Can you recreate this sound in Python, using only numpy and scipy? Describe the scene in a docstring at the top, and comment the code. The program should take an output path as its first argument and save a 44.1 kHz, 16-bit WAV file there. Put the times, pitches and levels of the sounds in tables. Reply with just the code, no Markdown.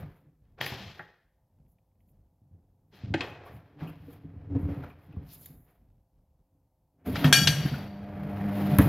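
"""In a small workshop a steel lever is pushed under a tyre bead and heaved over a rusty rim.
Over a quiet rumble the rubber groans on resonances shaken by random slips and grains of noise scrape and hiss;
low decaying swings thump and noise bursts knock like steel. Then the turntable motor starts as wavering tones,
the lever springs free and clanks in bending modes, and the bead pops over the rim with a tick of noise.
A near, almost mono microphone pair hears it, with sparse reflections from the room."""
import sys
import numpy as np
from scipy import signal
from scipy.fft import rfft, irfft
from scipy.io import wavfile
from scipy.ndimage import uniform_filter1d

SR = 44100
rng = np.random.default_rng(int(sys.argv[2]) if len(sys.argv) > 2 else 0)


def wav_record(signal):
    """Record a signal, one row per channel, as 16-bit PCM in the file named by sys.argv[1]."""
    frames = np.transpose(np.atleast_2d(signal))
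    bounded = np.clip(frames, -1, 1)
    # unit amplitude maps onto the largest positive 16-bit level
    quanta = np.round(bounded * 32767).astype(np.int16)
    wavfile.write(sys.argv[1], SR, quanta)


def gain_from_db(level_db):
    """Convert decibel levels to linear amplitude factors (20 dB per decade)."""
    decades = np.asarray(level_db, float) / 20
    return 10 ** decades


N = 391608  # length in samples

# Spectrum of fine rubber hiss and of the knocks' treble snap. Each row: frequency in Hz, relative level in dB per Hz.
HISS_SPECTRUM = [(4120, -41), (7000, -7), (7710, -16), (8150, -17), (9590, -5.5), (11500, 5), (14900, 2),
                 (16000, -9.5)]
GRIT_PER_S, GRIT_SPREAD_DB = 2500, 4.5  # rust grains


def evened(x):
    """Scales to rms 1."""
    return x / np.sqrt(np.mean(x ** 2) + 1e-20)


def read(points, hz):
    """Reads a spectrum table on a log-frequency axis."""
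    f, value = np.transpose(points)
    return np.interp(np.log(hz + 1), np.log(f + 1), value)


def curve(rows, axis=1):
    """One column of a control table at every sample."""
    rows = np.vstack(rows)
    return np.interp(np.arange(N) / SR, rows[:, 0], rows[:, axis])


def add(mix, s, sound):
    """Mixes a sound in at s seconds."""
    part = mix[round(s * SR):][:len(sound)]
    part += sound[:len(part)]


def colour(x, points, power=1):
    """Filters by a dB spectrum, its dB values scaled by power."""
    gain_db = power * read(points, np.fft.rfftfreq(len(x), 1 / SR))
    return irfft(rfft(x) * gain_from_db(gain_db), len(x))


def resonate(x, hz, width):
    """A two-pole resonance of gain about 1 at its centre."""
    pole = np.exp((2j * np.pi * hz - np.pi * abs(width)) / SR)
    return 2 * signal.lfilter([1 - abs(pole)], [1, -pole], x + 0j).real


def ringing(x, modes):
    """Steep resonances, each applied twice, together at rms 1."""
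    return evened(sum(gain_from_db(db) * resonate(resonate(x, hz, w), hz, w) for hz, w, db in modes))


def crack(noise, hz, share):
    """Noise gathered steeply around one centre; share is the width as a part of the centre."""
    narrowed = resonate(resonate(noise, hz, share * hz), hz, share * hz)
    return evened(resonate(narrowed, hz, 2 * share * hz))


def clicks(per_s, spread_db):
    """Slips at random instants, of random sign and exponentially spread dB size."""
    size = gain_from_db(spread_db * np.minimum(rng.exponential(1, N), 5))
    return size * (rng.random(N) < per_s / SR) * rng.choice([-1, 1], N)


def strokes(peak, rise, hold, db, fall_db_per_s):
    """Summed loudness of strokes that climb to a peak, hold, and fall away."""
    t = np.arange(0, N + 64, 64)[:, None] / SR
    climb_db = 21.5 * np.maximum(peak - t, 0) / np.maximum(rise, .002)  # 21.5 dB in each rise time
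    fall_db = fall_db_per_s * np.maximum(t - peak - np.abs(hold), 0)
    loudness = np.linalg.norm(gain_from_db(db - (climb_db + fall_db)), axis=1)
    return np.interp(np.arange(N) / SR, t[:, 0], loudness)


def turning(rows, db):
    """Loudness of a layer that sounds only once the wheel turns."""
    return gain_from_db(db) * (np.arange(N) / SR > rows[0][0])


def air():
    """Quiet, slowly swelling workshop rumble of coloured noise, with a faint steady tone."""
    # Each row: frequency in Hz, relative level in dB per Hz.
    spectrum = [(12, -44), (20, -8), (32, 7), (86, -1), (241, -13.5), (330, -23.5), (520, -26), (873, -38),
                (1120, -53), (2020, -68), (16000, -88.5)]
    # Steady workshop tone. Each row: frequency in Hz, level in dB rms.
    whine = [(522.2, -88)]
    swell_db = 6.8 * evened(uniform_filter1d(rng.standard_normal(N), size=6000))
    t = np.arange(N) / SR
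    tone = sum(np.sqrt(2) * gain_from_db(db) * np.sin(2 * np.pi * hz * t) for hz, db in whine)
    return evened(colour(rng.standard_normal(N), spectrum)) * gain_from_db(-68 + swell_db) + tone


def groan():
    """Stick-slip of the bead shakes the carcass, the air in the tyre and the sidewall."""
    # Whole tyre rocking, air in the tyre, sidewall. Each row: frequency in Hz, width of one pass in Hz, level in dB.
    carcass = [(70.5, 140, -12), (92.5, 45, 2.5)]
    cavity = [(142.6, 30, 0)]
    sidewall = [(280, 42, 7.5), (341, 160, -8)]
    # The lever heaves the bead. Each row: peak in seconds, rise in seconds, groan in dB,
    # air cavity share in dB, sidewall share in dB.
    heaves = [(0.0, .01, -41, -3, -10.5), (.246, 0.09, -60, 6, -3), (.54, 0.3, -68.5, -5, -9.5),
              (.62, 0.047, -49, 3, -2), (.75, 0.14, -52, -2, -8.5), (.87, .1, -47.5, -5.5, -18),
              (1.72, 0.18, -72, -8, -16), (2.12, 0.31, -67, -14, -18), (2.32, .08, -75, -29, -4.5),
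              (2.43, .05, -69, 6, -26), (2.532, 0.075, -54.5, -10.5, -13), (2.94, 0.042, -62, 5, 1),
              (3.06, 0.031, -42, -18, -17.5), (3.139, 0.09, -43.5, 4, 3.5), (3.284, .09, -54, 1, -13),
              (3.571, 0.9, -51, -7, -8.5), (3.85, 0.13, -43, 0, -1.5), (4.12, 0.23, -48.5, -3, -6),
              (4.246, 0.048, -46.5, -12, -2.5), (4.434, 0.43, -46.5, -22, -10),
              (4.562, 0.11, -28.5, -15, -4), (4.699, 0.2, -32.5, -12, -4), (4.78, .05, -46, 8, 0),
              (5.188, 0.19, -43, -2, -7.5), (5.429, 0.17, -53.5, -2, -9), (5.55, 0.064, -54, -9, -8),
              (6.55, 0.12, -69.5, -16, -7), (7.01, .1, -63, -2.5, -1.5)]
    # The bead drags while the wheel turns. Each row: time in seconds, groan in dB,
    # air cavity share in dB, sidewall share in dB.
    turn_groan = [(7.045, -60, -1, -2), (7.07, -37, -3, 5), (7.12, -28.5, -30, -7.5),
                  (7.19, -33.5, -1, -5.5), (7.25, -47, 15, 15), (7.36, -52.5, 21, 1.5),
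                  (7.466, -30.5, 6.5, -21.5), (7.57, -43.5, 14.5, -8.5), (7.68, -41.5, 8, -13),
                  (7.9, -45, -5, -10.5), (8.22, -42, 2.5, -11), (8.31, -37.5, -1.5, -5.5),
                  (8.45, -38, 3, -9), (8.58, -44.5, -1, 5.5), (8.74, -32.5, 10, -0.5), (8.783, -35, -9, 1),
                  (8.8, -22.5, 1, 11), (8.83, -32, 5, 6), (8.855, -47, 11, 4.5), (8.88, -57, -3, 6.5)]
    # Level at rest in dB of carcass, cavity and sidewall.
    creep_db = (-82, -85, -93.5)
    slips, out = clicks(per_s=300, spread_db=-0.5), np.zeros(N)
    peak, rise, db, cavity_db, side_db = np.transpose(heaves)
    hold_s, fall_db_per_s = 0.005, 128.5
    for k, (modes, share_db) in enumerate([(carcass, 0), (cavity, cavity_db), (sidewall, side_db)]):
        heave = strokes(peak, rise, hold_s, db + share_db, fall_db_per_s)
        turn_share_db = curve(turn_groan, axis=k + 1) if k else 0
        turn = turning(turn_groan, curve(turn_groan) + turn_share_db)
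        out += ringing(slips, modes) * (np.hypot(heave, turn) + gain_from_db(creep_db[k]))
    return out


def rubbing():
    """Rust grains give a coarse scrape with brighter grit, the sliding rubber a fine hiss."""
    # Coarse scrape and bright grit spectra. Each row: frequency in Hz, relative level in dB per Hz.
    scrape_spectrum = [(210, -33), (350, -3), (549, -3), (595, -4.5), (639, -5), (718, 0), (772, -6.5),
                       (2210, -17), (3000, -30.5), (3900, -62.5), (6600, -120)]
    grit_spectrum = [(1060, -14), (1800, -7), (2140, -7), (3190, -5), (3630, -6.5), (5040, -12.5),
                     (6740, -24), (8080, -32.5), (9000, -39), (11700, -70.5), (19800, -120)]
    # Steel over rust. Each row: peak, rise and hold in seconds, scrape in dB, bright grit share in dB.
    scrapes = [(0.0, .01, 0.0029, -51.5, -16), (.056, .03, .01, -71, -37), (.448, 0.024, 0.0058, -79, -12),
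               (0.585, 0.0083, 0.0064, -48.5, -16.5), (0.608, 0.0051, 0.058, -46.5, 6.5),
               (0.722, .02, 0.013, -48.5, -0.5), (0.801, 0.042, 0.083, -58.5, 6.5),
               (0.98, 0.056, 0.015, -58, -46), (2.93, .015, 0.12, -64.5, 0.5),
               (3.213, 0.03, 0.0072, -39.5, -12.5), (3.453, 0.24, 0.033, -50, -16.5),
               (3.66, 0.21, 0.073, -67.5, -15.5), (3.81, 0.039, .01, -47, -15),
               (4.118, 0.4, 0.007, -61.5, -9.5), (4.283, 0.23, 0.17, -67, -19.5),
               (4.553, .008, .01, -52.5, -24), (4.741, 0.29, 0.0082, -49.5, -17.5),
               (4.838, 0.075, 0.0025, -51.5, -18), (5.016, .1, 0.26, -66.5, -13),
               (5.29, 0.18, 0.23, -68.5, -23), (5.678, .06, .02, -69.5, -14.5),
               (6.995, .02, 0.024, -72.5, -25)]
    # Rubber slides. Each row: peak, rise and hold in seconds, level in dB.
    slides = [(0.0, .01, 0.0028, -65.5), (0.062, .03, 0.15, -85), (.586, .006, 0.0092, -80.5),
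              (0.624, 0.016, 0.041, -58), (.662, .01, 0.0016, -44.5), (0.803, 0.0504, 0.22, -82),
              (1.698, 0.035, .02, -80), (2.014, 0.033, .002, -85), (2.094, .05, 0.0021, -77.5),
              (2.964, 0.073, .01, -74), (3.23, .03, 0.074, -72), (3.459, .02, 0.0016, -65.5),
              (3.544, 0.055, .002, -67), (3.812, .03, 0.044, -73), (3.876, .01, 0.0078, -64.5),
              (4.133, 0.17, 0.0025, -67.5), (4.598, 0.059, 0.19, -74), (4.754, .05, .002, -75.5),
              (4.842, .05, .002, -74), (4.894, .03, .002, -73.5), (5.008, .03, 0.061, -80),
              (5.329, .07, 0.014, -54), (5.418, 0.073, 0.017, -56.5), (5.448, 0.01, 0.0017, -55),
              (5.651, 0.042, .002, -78.5), (5.704, .03, 0.0014, -75.5), (8.748, 0.0027, .002, -54)]
    # While the wheel turns. Each row: time in seconds, scrape in dB, bright grit share in dB, fine hiss in dB.
    turn_rub = [(7.045, -73, -13, -84.5), (7.062, -43.5, -12.5, -50.5), (7.14, -52, -4.5, -56.5),
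                (7.159, -39, 5, -55), (7.18, -44, -1, -49.5), (7.235, -38.5, -6.5, -51),
                (7.26, -35.5, 1.5, -48.5), (7.296, -36.5, -12, -52), (7.312, -37, -25, -62.5),
                (7.56, -45, 1, -60), (7.66, -47.5, 3.5, -57.5), (7.78, -45, -6.5, -60.5),
                (7.93, -54.5, -11, -77.5), (8.13, -50.5, -20.5, -76), (8.5, -41.5, -18, -61.5),
                (8.56, -42.5, -13, -56.5), (8.75, -38.5, -12.5, -52.5), (8.78, -42, -11, -54.5),
                (8.82, -34, -12.5, -41.5), (8.88, -37, -15, -52)]
    grains = evened(clicks(GRIT_PER_S, GRIT_SPREAD_DB)) + 2.0 * rng.standard_normal(N)
    flutter_db = 1.2 * evened(uniform_filter1d(rng.standard_normal(N), size=500))

    peak, rise, hold, db, grit_db = np.transpose(scrapes)
    scrape_fall = 102  # dB per second
    coarse = strokes(peak, rise, hold, db, scrape_fall) + turning(turn_rub, curve(turn_rub))
    bright = strokes(peak, rise, hold, db + grit_db, scrape_fall)
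    bright += turning(turn_rub, curve(turn_rub) + curve(turn_rub, axis=2))

    peak, rise, hold, db = np.transpose(slides)
    fine = strokes(peak, rise, hold, db, 404) + turning(turn_rub, curve(turn_rub, axis=3))
    fine += strokes(peak, rise, hold, db - 15.5, 85)  # weaker, slower tail

    fizz = 1.1 * evened(clicks(per_s=1800, spread_db=1.5)) + rng.standard_normal(N)
    scrape = evened(colour(grains, scrape_spectrum)) * coarse + evened(colour(grains, grit_spectrum)) * bright
    hiss = evened(colour(fizz, HISS_SPECTRUM)) * fine
    return scrape * gain_from_db(flutter_db) + hiss * gain_from_db(1.6 * flutter_db)


def rim(x):
    """Whatever touches the wheel sets its damped modes ringing."""
    # Clamped steel wheel. Each row: frequency in Hz, width in Hz before narrowing to 0.35 of it, level in dB.
    modes = [(836, 15, 6), (1600, 84, -6), (1744, 22, -6), (1840, 21, -1), (2120, 8.7, -10),
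             (2514, 45, 0.5), (3260, 190, 0), (3670, 100, -6), (4100, 110, -1.5), (4970, 100, -12),
             (5640, 59, -19.5), (6350, 39, -25.5)]
    return sum(gain_from_db(db) * resonate(x, hz, 0.35 * width) for hz, width, db in modes)


def faint():
    """A far rumble of coloured noise sets in and stays; short bands of noise tick."""
    # Distant rumble. Each row: frequency in Hz, relative level in dB per Hz.
    far_spectrum = [(180, -32.5), (300, -1), (460, -11), (507, -6.5), (686, 1), (907, -2.5), (1600, -31.5),
                    (2080, -64), (3520, -120)]
    # Its one stroke: peak, rise (2 ms at least) and hold in seconds, level in dB.
    far_stroke = (0.5, -11.9, 8.6, -82.5)
    # Faint ticks. Each row: start in seconds, level in dB, t60 in seconds.
    ticks = [(1.665, -77, .012), (1.785, -77, .04), (1.915, -84, .015), (1.955, -86, 0.011),
             (2.005, -78, 0.044), (2.089, -73.5, .012)]
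    out = evened(colour(rng.standard_normal(N), far_spectrum)) * strokes(*far_stroke, 60)
    t = np.arange(3000) / SR
    for (s, db, t60), noise in zip(ticks, rng.standard_normal((len(ticks), len(t)))):
        add(out, s, gain_from_db(db - 60 * t / t60) * crack(noise, 2300, .55))
    return out


def thumps():
    """Each jolt is a short low swing with a weaker upper sidewall mode."""
    # Tyre jolts. Each row: start in seconds, level in dB, frequency in Hz, t60 in seconds (0.02 at least).
    jolts = [(0.605, -37, 133, 0.26), (0.719, -26, 125, 0.079), (0.799, -40.5, 193.7, 0.22),
             (0.989, -45, 364, 0.13), (0.995, -42, 168, 0.1), (2.417, -45.5, 117, 0.065),
             (2.511, -45, 92, 0.081), (2.934, -44, 202, 0.067), (3.036, -23.5, 118, 0.1),
             (3.105, -21, 103, 0.11), (3.143, -12, 327, 0.052), (3.537, -37.5, 115.6, 0.12),
             (3.819, -26.5, 160.7, 0.21), (4, -39.5, 104, 0.093), (4.08, -40, 280, 0.26),
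             (4.247, -31.5, 159, 0.11), (4.363, -31, 90, 0.07), (4.554, -22.5, 282.5, 0.14),
             (4.556, -20.5, 127, 0.083), (4.629, -20.5, 87.4, 0.18), (4.689, -23.5, 89, 0.11),
             (4.769, -23.5, 135, 0.087), (5.169, -20, 98, 0.049), (5.498, -38.5, 146.5, 0.12),
             (7.081, -21, 261, 0.12), (7.245, -6.5, 149.3, 0.2), (7.38, -19.5, 156, 0.14),
             (7.418, -14, 155, 0.072), (7.489, -14, 146, 0.052), (7.611, -19.5, 135, 0.06),
             (7.652, -12, 163.5, 0.084), (7.719, -19.5, 138, 0.15), (8.7857, -1.5, 111, 0.073),
             (8.858, -9.5, 164, 0.09)]
    out, t = np.zeros(N), np.arange(SR // 2) / SR
    for s, db, hz, t60 in jolts:
        upper = 0.53 * np.sin(2 * np.pi * 1.7 * hz * t) * gain_from_db(-30 * t / t60)
        swing = np.sin(2 * np.pi * hz * t) + upper
        onset = 1 - np.exp(-t / 0.0022)
        add(out, s, gain_from_db(db - 60 * t / max(t60, .02)) * onset * swing)
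    return out


def knocks():
    """Steel on rust: a noisy crack with a duller undertone, a brighter first instant and a treble snap."""
    # Each row: start in seconds, level in dB, crack centre in Hz, t60 in seconds (0.01 at least),
    # treble snap in dB against the knock.
    hits = [(0.612, -17, 1830, 0.01, -22.5), (0.6633, -25, 1970, 0.024, -26),
            (0.7221, -37.5, 806, 0.057, -23), (0.9927, -36, 1600, 0.084, -36),
            (3.1393, -23, 1860, 0.06, -54.5), (3.2071, -27.5, 2480, 0.069, -50),
            (3.4617, -49, 1090, 0.073, -13), (3.8723, -54.5, 2700, 0.18, -20),
            (4.1594, -69, 1160, 0.098, -2), (4.555, -60.5, 893, 0.09, -26), (4.616, -47, 1060, 0.063, -22),
            (4.6866, -54, 1290, 0.12, -22), (4.8344, -44, 1370, 0.054, -28),
            (4.9003, -54.5, 2400, 0.063, -16), (5.125, -62, 2670, 0.061, -11),
            (5.1625, -48.5, 1040, 0.031, -28), (5.4581, -49.5, 3850, 0.019, 9.5),
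            (7.1541, -28.5, 1346, 0.049, -21), (7.2429, -19, 1610, 0.059, -15),
            (7.6594, -39.5, 1520, 0.078, -4), (7.7394, -41.5, 1454, 0.097, -21),
            (8.175, -54.5, 1270, 0.055, -22), (8.7855, -18.5, 1206, 0.076, -8)]
    out, t = np.zeros(N), np.arange(SR // 3) / SR
    for (s, db, hz, t60, snap_db), noise in zip(hits, rng.standard_normal((len(hits), len(t)))):
        share = max(0.33 + 0.0351 * (db + 38.5), .2)  # harder knocks sound broader
        body = gain_from_db(-60 * t / max(t60, .01)) * (crack(noise, hz, share) + 0.58 * crack(noise, 0.44 * hz, 0.41))
        edge = 0.5 * gain_from_db(-60 * t / 0.0073) * crack(noise, 1.6 * hz, 0.53)
        snap = gain_from_db(snap_db - 60 * t / 0.037) * evened(colour(noise, HISS_SPECTRUM))
        onset = 1 - np.exp(-t / 0.00055)
        add(out, s, gain_from_db(db) * onset * (body + edge + snap))
    return out


def scuffing():
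    """Something scuffs lightly over the rim: bright grains without any body."""
    # Each row: frequency in Hz, relative level in dB per Hz.
    spectrum = [(1200, -42), (2200, -3.5), (3500, -1.5), (4600, 0), (6500, -10), (8000, -22.5),
                (16000, -59)]
    # Each row: peak, rise and hold in seconds, level in dB.
    scuffs = [(.63, .02, 0.13, -58), (3.17, 0.019, 0.035, -61), (2.948, 0.018, 0.16, -91),
              (5.307, 0.057, 0.029, -61), (5.43, .04, 0.033, -66)]
    grains = evened(clicks(GRIT_PER_S, GRIT_SPREAD_DB)) + rng.standard_normal(N)
    return evened(colour(grains, spectrum)) * strokes(*np.transpose(scuffs), 218.5)


def motor():
    """Magnetic hum near multiples of twice the mains frequency and gear tones, each wavering a little."""
    # Motor and gearbox tones. Each row: frequency in Hz, level in dB before load and waver.
    tones = [(100.2, -44.5), (156.1, -62), (200.3, -36.5), (300.5, -49.5), (400.6, -69), (500.6, -68.5),
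             (601, -48.5), (712, -51.5), (805, -59.5), (931.3, -62)]
    # Each row: time in seconds, motor load in dB; the first time is the start.
    load = [(7.045, -28.5), (7.07, -3.5), (7.6, -5), (8.0, -8), (8.3, 0), (8.75, 6.5), (8.88, 7.5)]
    t, out = np.arange(N) / SR, np.zeros(N)
    for hz, db in tones:
        smooth = uniform_filter1d(uniform_filter1d(rng.standard_normal((2, N)), size=2500), size=2500)
        level_waver, phase_waver = evened(smooth)
        tone = np.sin(2 * np.pi * hz * t + .55 * phase_waver)
        out += np.sqrt(2) * gain_from_db(db + 2.4 * level_waver) * tone
    return out * gain_from_db(curve(load)) * (t > load[0][0])


def clanks():
    """Bending modes of the lever; where it is struck decides which answer, and the next contact damps the ring."""
    # Bending mode frequencies in Hz.
    mode_hz = [701, 1357, 1619, 1806, 2288, 2398, 2785, 2918, 3071, 3229, 3320, 3668, 3838, 4388, 4571,
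               5452, 5583, 5889, 6118, 6238, 6923, 7229, 7495, 8319, 9482, 9915, 11174, 11608, 11915, 13115,
               13292, 13867]
    # One row for each mode: level in dB, t60 in seconds before a stretch of 1.1.
    mode_decay = [(-14.5, .49), (-19.5, 1), (2.5, 0.25), (-12.5, .37), (-10.5, 0.23), (-3, .27),
                  (-13, 0.11), (0.5, 0.33), (-15, 0.28), (-8.5, 0.2), (-4.5, 0.48), (-17.5, 0.21),
                  (-18.5, 0.69), (-6, 0.34), (-7.5, 0.82), (-12, 0.36), (-10.5, 0.54), (-11.5, 0.67),
                  (-5.5, 0.27), (-20, .39), (-17, .45), (-17.5, .44), (-20.5, 0.26), (-12, 0.3),
                  (-17, 0.38), (-21, 0.37), (-21, .54), (-32, 0.45), (-15.5, .48), (-21, .41), (-25.5, .4),
                  (-20, .39)]
    # Crowd of weak lever modes. Each row: frequency in Hz, relative level in dB per Hz.
    shimmer_spectrum = [(1100, -29.5), (2000, -10.5), (3010, -5.5), (4140, -14.5), (4550, 3), (4950, -17),
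                        (5690, -4.5), (8870, -20), (11500, -10), (15500, -27), (16000, -51)]
    # The loose lever. Each row: start in seconds, ring in dB, contact point from 0 to 1, crack in dB,
    # crack centre in Hz, shimmer in dB.
    strikes = [(7.246, -50.5, .2, -38, 2930, -38.5), (7.3267, -17.5, 0, -15.5, 3335, -18.5),
               (7.473, -31, 0, -12.5, 3536, -30)]
    out, t = np.zeros(N), np.arange(SR * 3 // 4) / SR
    hz, (mode_db, t60) = np.c_[mode_hz], np.transpose(mode_decay)[:, :, None]
    radiated_db = mode_db + 1.1 * np.log2(np.minimum(hz / 3300, 1))  # a thin bar radiates low modes poorly
    fade = gain_from_db(-60 * t / (1.1 * t60)) + 0.57 * gain_from_db(-60 * t / 0.09)  # a quick early drop, then each mode's longer ring
    ends = [row[0] for row in strikes[1:]] + [N / SR]
    for row, end in zip(strikes, ends):
        s, db, place, crack_db, crack_hz, shimmer_db = row
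        noise = rng.standard_normal((len(mode_hz) + 1, len(t)))
        shape = np.cos(np.pi * place * np.sqrt(hz / 100))
        rattle = 1 + .55 * evened(uniform_filter1d(uniform_filter1d(noise[1:], size=500), size=500))
        modes = shape * gain_from_db(radiated_db) * fade * rattle * np.sin(2 * np.pi * hz * t)
        damped = np.where(t < end - s, 1, .45)
        shimmer = gain_from_db(shimmer_db - 60 * t / 0.3) * evened(colour(noise[0], shimmer_spectrum))
        blow = gain_from_db(crack_db - 60 * t / 0.065) * crack(noise[0], crack_hz, 1.0)
        add(out, s, (gain_from_db(db) * modes.sum(0) + shimmer) * damped + blow)
    return out


def bead_pop():
    """The bead snaps free with a tiny tick of treble noise."""
    # Each row: start in seconds, level in dB, t60 in seconds.
    pops = [(8.7862, -10, 0.0022)]
    out, t = np.zeros(N), np.arange(SR // 3) / SR
    for s, db, t60 in pops:
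        add(out, s, gain_from_db(db - 60 * t / t60) * evened(colour(rng.standard_normal(len(t)), HISS_SPECTRUM)))
    return out


def room(x):
    """Sparse reflections of random sign, each band dying at its own speed."""
    # Each row: frequency in Hz, t60 in seconds.
    decay = [(100, 0.8), (500, 0.2), (2000, 0.62), (5000, 0.32), (12000, 0.73)]
    taps = np.zeros(SR)
    at = np.arange(300, SR - 20, 20)
    taps[at + rng.integers(0, 20, len(at))] = rng.choice([-1., 1.], len(at))
    hz, t, z = signal.stft(taps, SR, nperseg=256)
    tail = signal.istft(z * gain_from_db(-60 * t / read(decay, hz)[:, None]), SR, nperseg=256)[1]
    return signal.fftconvolve(x, tail / np.linalg.norm(tail))[:N]


def scene():
    """All sources lie close together in front of the microphones."""
    steel, lever, rubber, rub = knocks() + bead_pop(), clanks(), thumps(), rubbing()
    wheel = rim(gain_from_db(6.0) * steel + gain_from_db(-2.5) * rub)
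    wet = room(gain_from_db(-8.5) * (steel + wheel) + gain_from_db(-11.0) * lever + gain_from_db(-6.0) * rubber)
    mono = steel + wheel + lever + rubber + wet + groan() + rub + motor() + air() + faint() + scuffing()
    return np.array([mono, mono])


def roll_off(x):
    """The treble ends steeply here."""
    return signal.sosfilt(signal.butter(12, 16630, fs=SR, output="sos"), x)


def record(dry):
    """Microphone noise, bass cut, a housing shading the two ports differently, soft overload, band limit."""
    # Microphone noise. Each row: frequency in Hz, relative level in dB per Hz.
    self_spectrum = [(300, -3), (1200, 0.5), (3000, -3), (9000, -4.5), (12400, 3), (16000, -2.5)]
    # Each row: frequency in Hz, left minus right in dB.
    ports = [(60, 0.0), (99, 0.0), (160, 0.0), (270, 0.0), (450, 0.0), (740, 0.0), (1220, 0.5), (2010, 0.5),
             (3330, 3.5), (5500, 9.5), (9080, 3), (15000, -4.5)]
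    dry = dry + gain_from_db(-89) * evened(colour(rng.standard_normal(N), self_spectrum))
    cut = signal.sosfilt(signal.butter(4, 42, "high", fs=SR, output="sos"), dry)
    cut = np.pad(cut, [(0, 0), (2048, 2048)], "reflect")  # keeps the port filters from wrapping round
    left, right = colour(cut[0], ports, .5), colour(cut[1], ports, -.5)
    pair = np.array([left, right])[:, 2048:-2048]
    overloaded = 0.9 * np.tanh(pair / 1.019)
    band_limit = signal.firwin(255, 15950, window=("kaiser", 5), fs=SR)[None]
    return roll_off(signal.oaconvolve(overloaded, band_limit, "same"))


dry = scene()
out = record(dry)
wav_record(out)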